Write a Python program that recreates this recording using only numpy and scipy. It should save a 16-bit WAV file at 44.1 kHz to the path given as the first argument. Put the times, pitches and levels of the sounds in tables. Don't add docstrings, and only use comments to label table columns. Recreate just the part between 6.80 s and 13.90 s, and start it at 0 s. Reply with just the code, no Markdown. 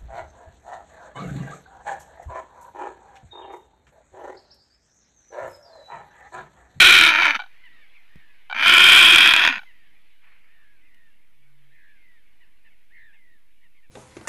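import sys
import numpy as np
from scipy import signal
from scipy.fft import rfft, irfft, next_fast_len
from scipy.io import wavfile
from scipy.ndimage import uniform_filter1d, map_coordinates

SR = 44100
rng = np.random.default_rng(int(sys.argv[2]) if len(sys.argv) > 2 else 0)


def waveform_to_disk(signal):
    frames = np.transpose(np.atleast_2d(signal))
    scaled = np.clip(frames, -1, 1) * 32767
    samples = np.round(scaled).astype(np.int16)
    wavfile.write(sys.argv[1], SR, samples)


N = 313110

# time_s, effort_db, neck_stretch (0 slack, 1 full cry)
SQUAWK_GESTURES = [
    [(0, -6, 1), (.15, -8, .9), (.3, -13, .7), (.32, -18, .25), (.45, -14.5, .33), (.51, -19.5, .22),
     (.54, -30, .25), (.555, -18, .3), (.575, -34, .25)],
    [(1.745, -30, .05), (1.81, -20.5, .45), (1.88, -10, .8), (2.16, -6.5, .95), (2.48, -10.5, .78),
     (2.53, -14.5, .7), (2.68, -15.5, .5), (2.72, -25.5, 0.1), (2.785, -33, .05)],
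]
# centre_hz, width_hz, gain_db
SLACK_THROAT = [(673.5, 120, -14), (976, 140, -4), (1392, 100, 2), (1730, 220, 1), (2382, 280, 3),
                (3120, 230, -8.5), (3852, 150, -20.5), (4600, 180, -17.5), (6200, 250, -20.5)]
# centre_hz, width_hz, gain_db
STRETCHED_THROATS = [
    [(700, 130, -28), (1060, 150, -18.5), (1395, 160, -2.5), (1780, 200, -8.5), (2318, 220, 2),
     (3056, 310, -2.5), (3697, 330, -5.5), (5430, 920, -21)],
    [(700, 110, -25.5), (1050, 146.2, -12), (1447, 190, -3.5), (1834, 160, -8), (2406, 200, 4),
     (3165, 237, 2.5), (3550, 270, -9), (4978, 800, -19.5)],
]
# time_s, frequency_ratio
GAPE_SHIFT = [(0, 1.046), (.55, 0.97), (1.82, 0.97), (2.3, 1.017), (2.62, 1.032), (2.76, 1.055)]
# time_s, lift_share of the pitch
VOICE_CRACKS = [(.13, .06), (.415, .22), (1.87, .06), (2.44, .06), (2.612, .18)]
# start_s, burst_count, spacing_s, surge_db
STUTTER_BOUTS = [(.212, 8, 0.013, 5), (.339, 3, .02, 6), (.441, 6, .0135, 5.5), (.553, 2, 0.0083, 6),
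                 (1.759, 3, .037, 6), (2.312, 7, 0.012, 4), (2.46, 4, .016, 4.5), (2.538, 2, 0.026, 10.5),
                 (2.614, 8, .0125, 4.5), (2.727, 4, 0.0146, 6.5)]
# frequency_hz, gain_db
OVERLOAD_FIZZ_SPECTRUM = [(2000, -43), (4500, -8.5), (6500, -5.5), (9000, 3.5), (11000, 3), (13000, 2),
                          (14000, 0)]
# start_s, strength_db
CROAK_PULSES = [(.593, -20), (.6, -15.5), (.608, -22.5), (0.619, -23), (.637, -29), (0.662, -35),
                (1.699, -19.5), (1.712, -17), (1.727, -13), (2.791, -22.5), (2.816, -36), (2.833, -34)]
# centre_hz, width_hz, gain_db
CROAK_THROAT = [(806, 130, -4.5), (1096, 300, -15), (1480, 120, 3), (2320, 76, -2), (3020, 200, -8),
                (3800, 280, -13), (4500, 200, -24), (6200, 1200, -42)]
# start_s, snap_db, thud_db
STEM_TICKS = [(.857, -61, -84), (1.358, -57, -41), (4.145, -56, -90), (4.61, -74, -80)]
# start_s, length_s, pitch_hz, level_db, trill (0-1)
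GULL_WAILS = [(.77, 0.3, 1060, -61.5, .15), (.91, 0.15, 1370, -63.5, .5), (1.28, .36, 962, -65, 0.24),
              (2.87, 0.24, 1037, -67, 0.15), (3.18, .18, 1324, -73, 0.51), (3.68, 0.34, 950, -65.5, .3),
              (3.99, .35, 1060, -66.5, .4), (4.89, .31, 987, -61.5, 0.74), (5.15, 0.27, 1090, -64.5, 0.18),
              (6.1, 0.23, 1036, -55, 0.75), (6.32, 0.28, 1082, -65, .15)]
# start_s, length_s, pitch_hz, level_db, trill (0-1)
GULL_YELPS = [(.832, .06, 1023, -51.5, 0.01), (1.135, 0.052, 1284, -56.5, 0.8),
              (2.855, 0.068, 1052, -56, 0), (4.04, 0.056, 1356, -68, 0.3), (5.6, 0.054, 996, -61.5, 0.25),
              (5.843, 0.058, 976, -61.5, 0.54), (5.9, 0.052, 770, -66.5, 0.23),
              (6.325, 0.049, 923, -60.5, .35), (6.81, 0.066, 1060, -65, 0.8), (6.944, 0.064, 1183, -66, .6),
              (7.025, 0.049, 938, -68.5, 0.13)]
WAIL_CONTOUR = [(0, 1), (.25, .98), (.5, 0.91), (.75, .87), (1, .75)]
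YELP_CONTOUR = [(0, 0.98), (.35, 0.99), (.65, 0.93), (1, .82)]
# frequency_hz, gain_db
WAIL_SPECTRUM = [(600, -14), (1000, -26), (1350, -6), (1750, 9), (2200, 9.5), (2750, -17.5), (3650, -7.5),
                 (4200, -24)]
# frequency_hz, gain_db
YELP_SPECTRUM = [(600, -8), (1000, -10), (1350, -14), (1850, 9.5), (2300, 7), (2950, 1.5), (3700, -10),
                 (5000, -20)]
# time_s, level_db
COLONY_LEVEL = [(.7, -60), (2.9, -63), (4.5, -69.5), (5.2, -67), (7.1, -72)]
# frequency_hz, gain_db
COLONY_SPECTRUM = [(500, -18), (1000, -13), (1300, -14), (1700, -5.5), (2200, -2), (2800, -6.5),
                   (4000, -16), (5500, -27), (8000, -36)]
# frequency_hz, gain_db
RUMBLE_SPECTRUM = [(8, -1), (20, -2.5), (45, -4), (80, -16), (130, -15.5), (310, -16.5), (480, -26),
                   (900, -34), (2500, -66)]
# frequency_hz, gain_db
MIC_HISS_SPECTRUM = [(100, -5), (4000, -2.5), (7000, -5), (10000, -1), (13000, -0.5), (14000, -4)]
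# frequency_hz, decay_s
REED_DECAY = [(200, 0.36), (2300, 0.28), (5000, .4), (12000, 0.77)]


def squawks(fundamental_db=-24, slack_db=6, edge_hz=7200, rasp_db=-32, fizz_db=-42, fizz_rise_db=22):
    effort_db, stretch = curves([row for rows in SQUAWK_GESTURES for row in rows])
    pulses, fundamental = syrinx(*voicing(effort_db, stretch))
    source = rattle(stretch) * stem_scatter(filtered(pulses, lambda f: 1 / (1 + (f / edge_hz) ** 8)))
    slack = (1 - stretch) * throat(source, SLACK_THROAT)
    rasp = noise([(80, -20.5), (200, -2), (330, 2.5), (480, -14), (900, -17), (3000, -61.5)])
    chest = amp(fundamental_db + slack_db * (1 - stretch)) * fundamental + amp(rasp_db) * rasp
    overload_fizz = amp(fizz_db + fizz_rise_db * stretch) * noise(OVERLOAD_FIZZ_SPECTRUM)
    bursts = stutter()
    t, out = np.arange(N) / SR, np.zeros(N)
    for rows, modes in zip(SQUAWK_GESTURES, STRETCHED_THROATS):
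        voice = steady(slack + stretch * throat(source, modes))
        fizz = overload_fizz * np.abs(uniform_filter1d(voice ** 2, size=40)) ** .48
        sounding = uniform_filter1d(1. * ((t >= rows[0][0]) & (t <= rows[-1][0])), size=200)
        out += sounding * amp(effort_db) * (bursts * (voice + fizz) + chest)
    return out


def voicing(effort_db, stretch, full_hz=372, full_db=-5, sag_hz=54.03, quaver_hz=16, quaver_depth=.065):
    t = np.arange(N) / SR
    rise_s, fall_s = .022, .036
    crack = sum(lift * np.exp(-((t - s) / np.where(t < s, rise_s, fall_s)) ** 2)
                for s, lift in VOICE_CRACKS)
    quaver = quaver_depth * stretch ** 2 * np.cos(2 * np.pi * quaver_hz * t)
    pitch = full_hz - sag_hz * (np.maximum(full_db - effort_db, 0) / 10) ** 1.15
    rough = .3 + .22 * stretch ** 2 + 1.6 * crack
    return pitch * (1 + quaver + crack), np.clip(rough, 0, 1)


def syrinx(pitch, rough, jitter=.11, scatter_db=3):
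    cycles = np.cumsum(pitch * (1 + jitter * rough * wobble(260))) / SR
    slap_at = np.flatnonzero(np.diff(np.floor(cycles)) > 0)
    slaps = np.zeros(N)
    slaps[slap_at] = amp(scatter_db * rng.standard_normal(N)[:len(slap_at)])
    air = unit(rng.standard_normal(N) * np.exp(-2 * (cycles % 1)))
    fundamental = (1 - rough) * np.sin(2 * np.pi * cycles) * amp(4.8 * wobble(60))
    return np.sqrt(1 - rough) * unit(slaps) + np.sqrt(rough) * air, fundamental


def rattle(stretch, flutter_hz=78, flutter_db=3.5, waver_db=1.12, damping=.5):
    turns = np.cumsum(flutter_hz * (1 + .2 * wobble(50))) / SR
    depth_db = flutter_db * (1 - damping * stretch ** 2)
    return amp(depth_db * np.sin(2 * np.pi * turns) + waver_db * wobble(170))


def stutter(width_s=.0015):
    t, gain_db = np.arange(-SR // 50, SR // 50) / SR, np.zeros(N)
    catch_and_burst = np.exp(-(t / width_s) ** 2) - np.exp(-(t / width_s + 2) ** 2)
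    for start_s, count, spacing_s, surge_db in STUTTER_BOUTS:
        for k in range(count):
            add(gain_db, start_s + k * spacing_s + t[0], surge_db * catch_and_burst)
    return amp(gain_db)


def throat(source, modes):
    n, clock = np.arange(N), np.cumsum(curves(GAPE_SHIFT)[0])
    rung = resonate(map_coordinates(source, [np.interp(n, clock, n)]), modes)
    return map_coordinates(rung, [clock])


def croaks(gain_db=25):
    t, slaps = np.arange(SR // 50) / SR, np.zeros(N)
    for start_s, strength_db in CROAK_PULSES:
        slap = (t == 0) + .16 * rng.standard_normal(len(t))
        add(slaps, start_s, amp(strength_db) * np.exp(-t / .0035) * slap)
    return amp(gain_db) * stem_scatter(resonate(slaps, CROAK_THROAT), spread_s=.0017)


def nest_ticks(snap_decay_s=.02, thud_decay_s=.088):
    t, snaps, thuds = np.arange(SR // 8) / SR, np.zeros(N), np.zeros(N)
    for start_s, snap_db, thud_db in STEM_TICKS:
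        add(snaps, start_s, amp(snap_db - 60 * t / snap_decay_s))
        add(thuds, start_s, amp(thud_db - 60 * t / thud_decay_s))
    snaps *= noise([(500, -16), (3200, 1.5), (5000, -12), (13000, -14)])
    thuds *= noise([(30, 18), (130, 21.5), (300, 2.5), (1000, -23), (3000, -69.5)])
    return snaps + thuds


def gulls(cries, contour, spectrum, trill_hz=81, trill_depth=.15, throb=.3, chaos=.018, hoarse_db=-13):
    out, hoarse = np.zeros(N), np.zeros(N)
    for start_s, length_s, pitch_hz, level_db, trill in cries:
        n = int(length_s * SR)
        u = np.arange(n) / n
        height = np.sin(np.pi * u ** .68) ** 3
        beat = np.sin(2 * np.pi * trill_hz * u * length_s + .12 * wobble(19, size=SR)[:n])
        scoop = 1 - .32 * trill * np.exp(-(u / .1) ** 2)
        pitch = pitch_hz * np.interp(u, *np.transpose(contour)) * scoop
        warble = 1 + trill * trill_depth * height * beat + chaos * wobble(500, size=SR)[:n]
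        phase = 2 * np.pi * np.cumsum(pitch * warble) / SR
        cry = sum(amp(along(spectrum, k * pitch)) * np.sin(k * phase) for k in range(1, 5))
        envelope = np.sin(np.pi * u) ** .47 * (1 - throb * (1 - trill / 2) * beat)
        add(out, start_s, amp(level_db + wobble(38.5, size=SR)[:n]) * unit(cry * envelope))
        add(hoarse, start_s, amp(level_db + hoarse_db) * trill * height)
    return out + hoarse * noise(COLONY_SPECTRUM)


def gull_rasp(start_s=3.41, attack_s=.047, fade_s=.24, level_db=-58):
    t = np.maximum(np.arange(N) / SR - start_s, 0)
    swell = np.minimum(t / attack_s, 1) * np.exp(-t / fade_s)
    envelope = amp(level_db + 2.1 * wobble(76)) * swell
    return envelope * noise([(500, -20), (1000, -5), (2300, 5), (3200, -9), (4500, -24), (9000, -50.5)])


def far_boom(start_s=4.53, length_s=.48, pitch_hz=140, level_db=-64.5):
    t = np.arange(N) / SR
    swell = np.sin(np.pi * np.clip((t - start_s) / length_s, 0, 1))
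    return amp(level_db) * swell * np.sqrt(2) * np.sin(2 * np.pi * pitch_hz * t)


def marsh(patchy_db=3, rumble_db=-70, hiss_db=-76):
    spectra = signal.stft(noise(COLONY_SPECTRUM), nperseg=1024)[2]
    patches = uniform_filter1d(rng.standard_normal(spectra.shape), size=4, axis=0)
    patches = unit(uniform_filter1d(patches, size=5, axis=1))
    clamour = unit(signal.istft(spectra * amp(patchy_db * patches), nperseg=1024)[1][:N])
    rumble = amp(rumble_db + 1.8 * wobble(10)) * noise(RUMBLE_SPECTRUM)
    return amp(curves(COLONY_LEVEL)[0]) * clamour + rumble + amp(hiss_db) * noise(MIC_HISS_SPECTRUM)


def stem_scatter(x, spread_s=.0089):
    def response(f):
        offsets = np.interp(f, np.linspace(0, SR / 2, num=90), rng.uniform(-1, 1, size=90))
        delay_s = offsets * spread_s / 2
        return np.exp(-2j * np.pi * np.cumsum(delay_s) * f[1])
    return filtered(x, response)


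def reed_tail(x):
    hz, t, spectra = signal.stft(rng.standard_normal((2, SR))[0], SR, nperseg=256)
    decay = amp(-60 * t / along(REED_DECAY, hz)[:, None])
    tail = signal.istft(spectra * decay, SR, nperseg=256)[1]
    return signal.fftconvolve(x, tail / np.linalg.norm(tail))[:N]


def amp(db):
    return 10 ** (np.asarray(db) / 20)


def unit(x):
    return x / np.sqrt(np.mean(x ** 2) + 1e-20)


def along(points, hz):
    f, values = np.transpose(points)
    return np.interp(np.log(hz + 1), np.log(f + 1), values)


def curves(rows):
    time_s, *columns = np.transpose(rows)
    return [np.interp(np.arange(N) / SR, time_s, column) for column in columns]


def wobble(rate, size=N):
    return map_coordinates(rng.standard_normal(size // 8), [np.arange(size) * rate / SR], mode="wrap")


def filtered(x, response):
    m = next_fast_len(N + SR // 2)
    return irfft(rfft(x, m) * response(np.fft.rfftfreq(m, 1 / SR)), m)[:N]


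def resonate(x, modes, skirt=.41):
    def response(f):
        power = 1e-9
        for hz, width, db in modes:
            detune = (f * f - hz * hz) / (f * width + 1e-9)
            power = power + amp(db) ** 2 / ((1 + detune ** 2) * (1 + (skirt * detune) ** 2))
        cepstrum = irfft(np.log(power))
        cepstrum[0] /= 2
        cepstrum[len(f):] = 0
        return np.exp(rfft(cepstrum))
    return filtered(x, response)


def noise(spectrum):
    return unit(filtered(rng.standard_normal(N), lambda f: amp(along(spectrum, f))))


def steady(x, size=1300):
    power = uniform_filter1d(uniform_filter1d(x * x, size), size // 2)
    return x / np.sqrt(np.abs(power) + 1e-12)


def add(track, start_s, sound):
    part = track[max(round(start_s * SR), 0):][:len(sound)]
    part += sound[:len(part)]


def scene():
    near = squawks() + croaks() + nest_ticks()
    far = gulls(GULL_WAILS, WAIL_CONTOUR, WAIL_SPECTRUM)
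    far += gulls(GULL_YELPS, YELP_CONTOUR, YELP_SPECTRUM) + gull_rasp()
    tails = amp(-10) * reed_tail(far) + amp(-20) * reed_tail(near)
    return (near + far + tails + far_boom() + marsh())[None]


def record(dry, ceiling=.71, knee=5, offset=.008, top_hz=14000):
    x = dry[0]
    limit = ceiling * (1 + .06 * np.sign(x))
    x = x / (1 + np.abs(x / limit) ** knee) ** (1 / knee)
    return offset + filtered(x, lambda f: 1 / np.sqrt(1 + (f / top_hz) ** 80))[None]


dry = scene()
out = record(dry)
waveform_to_disk(out)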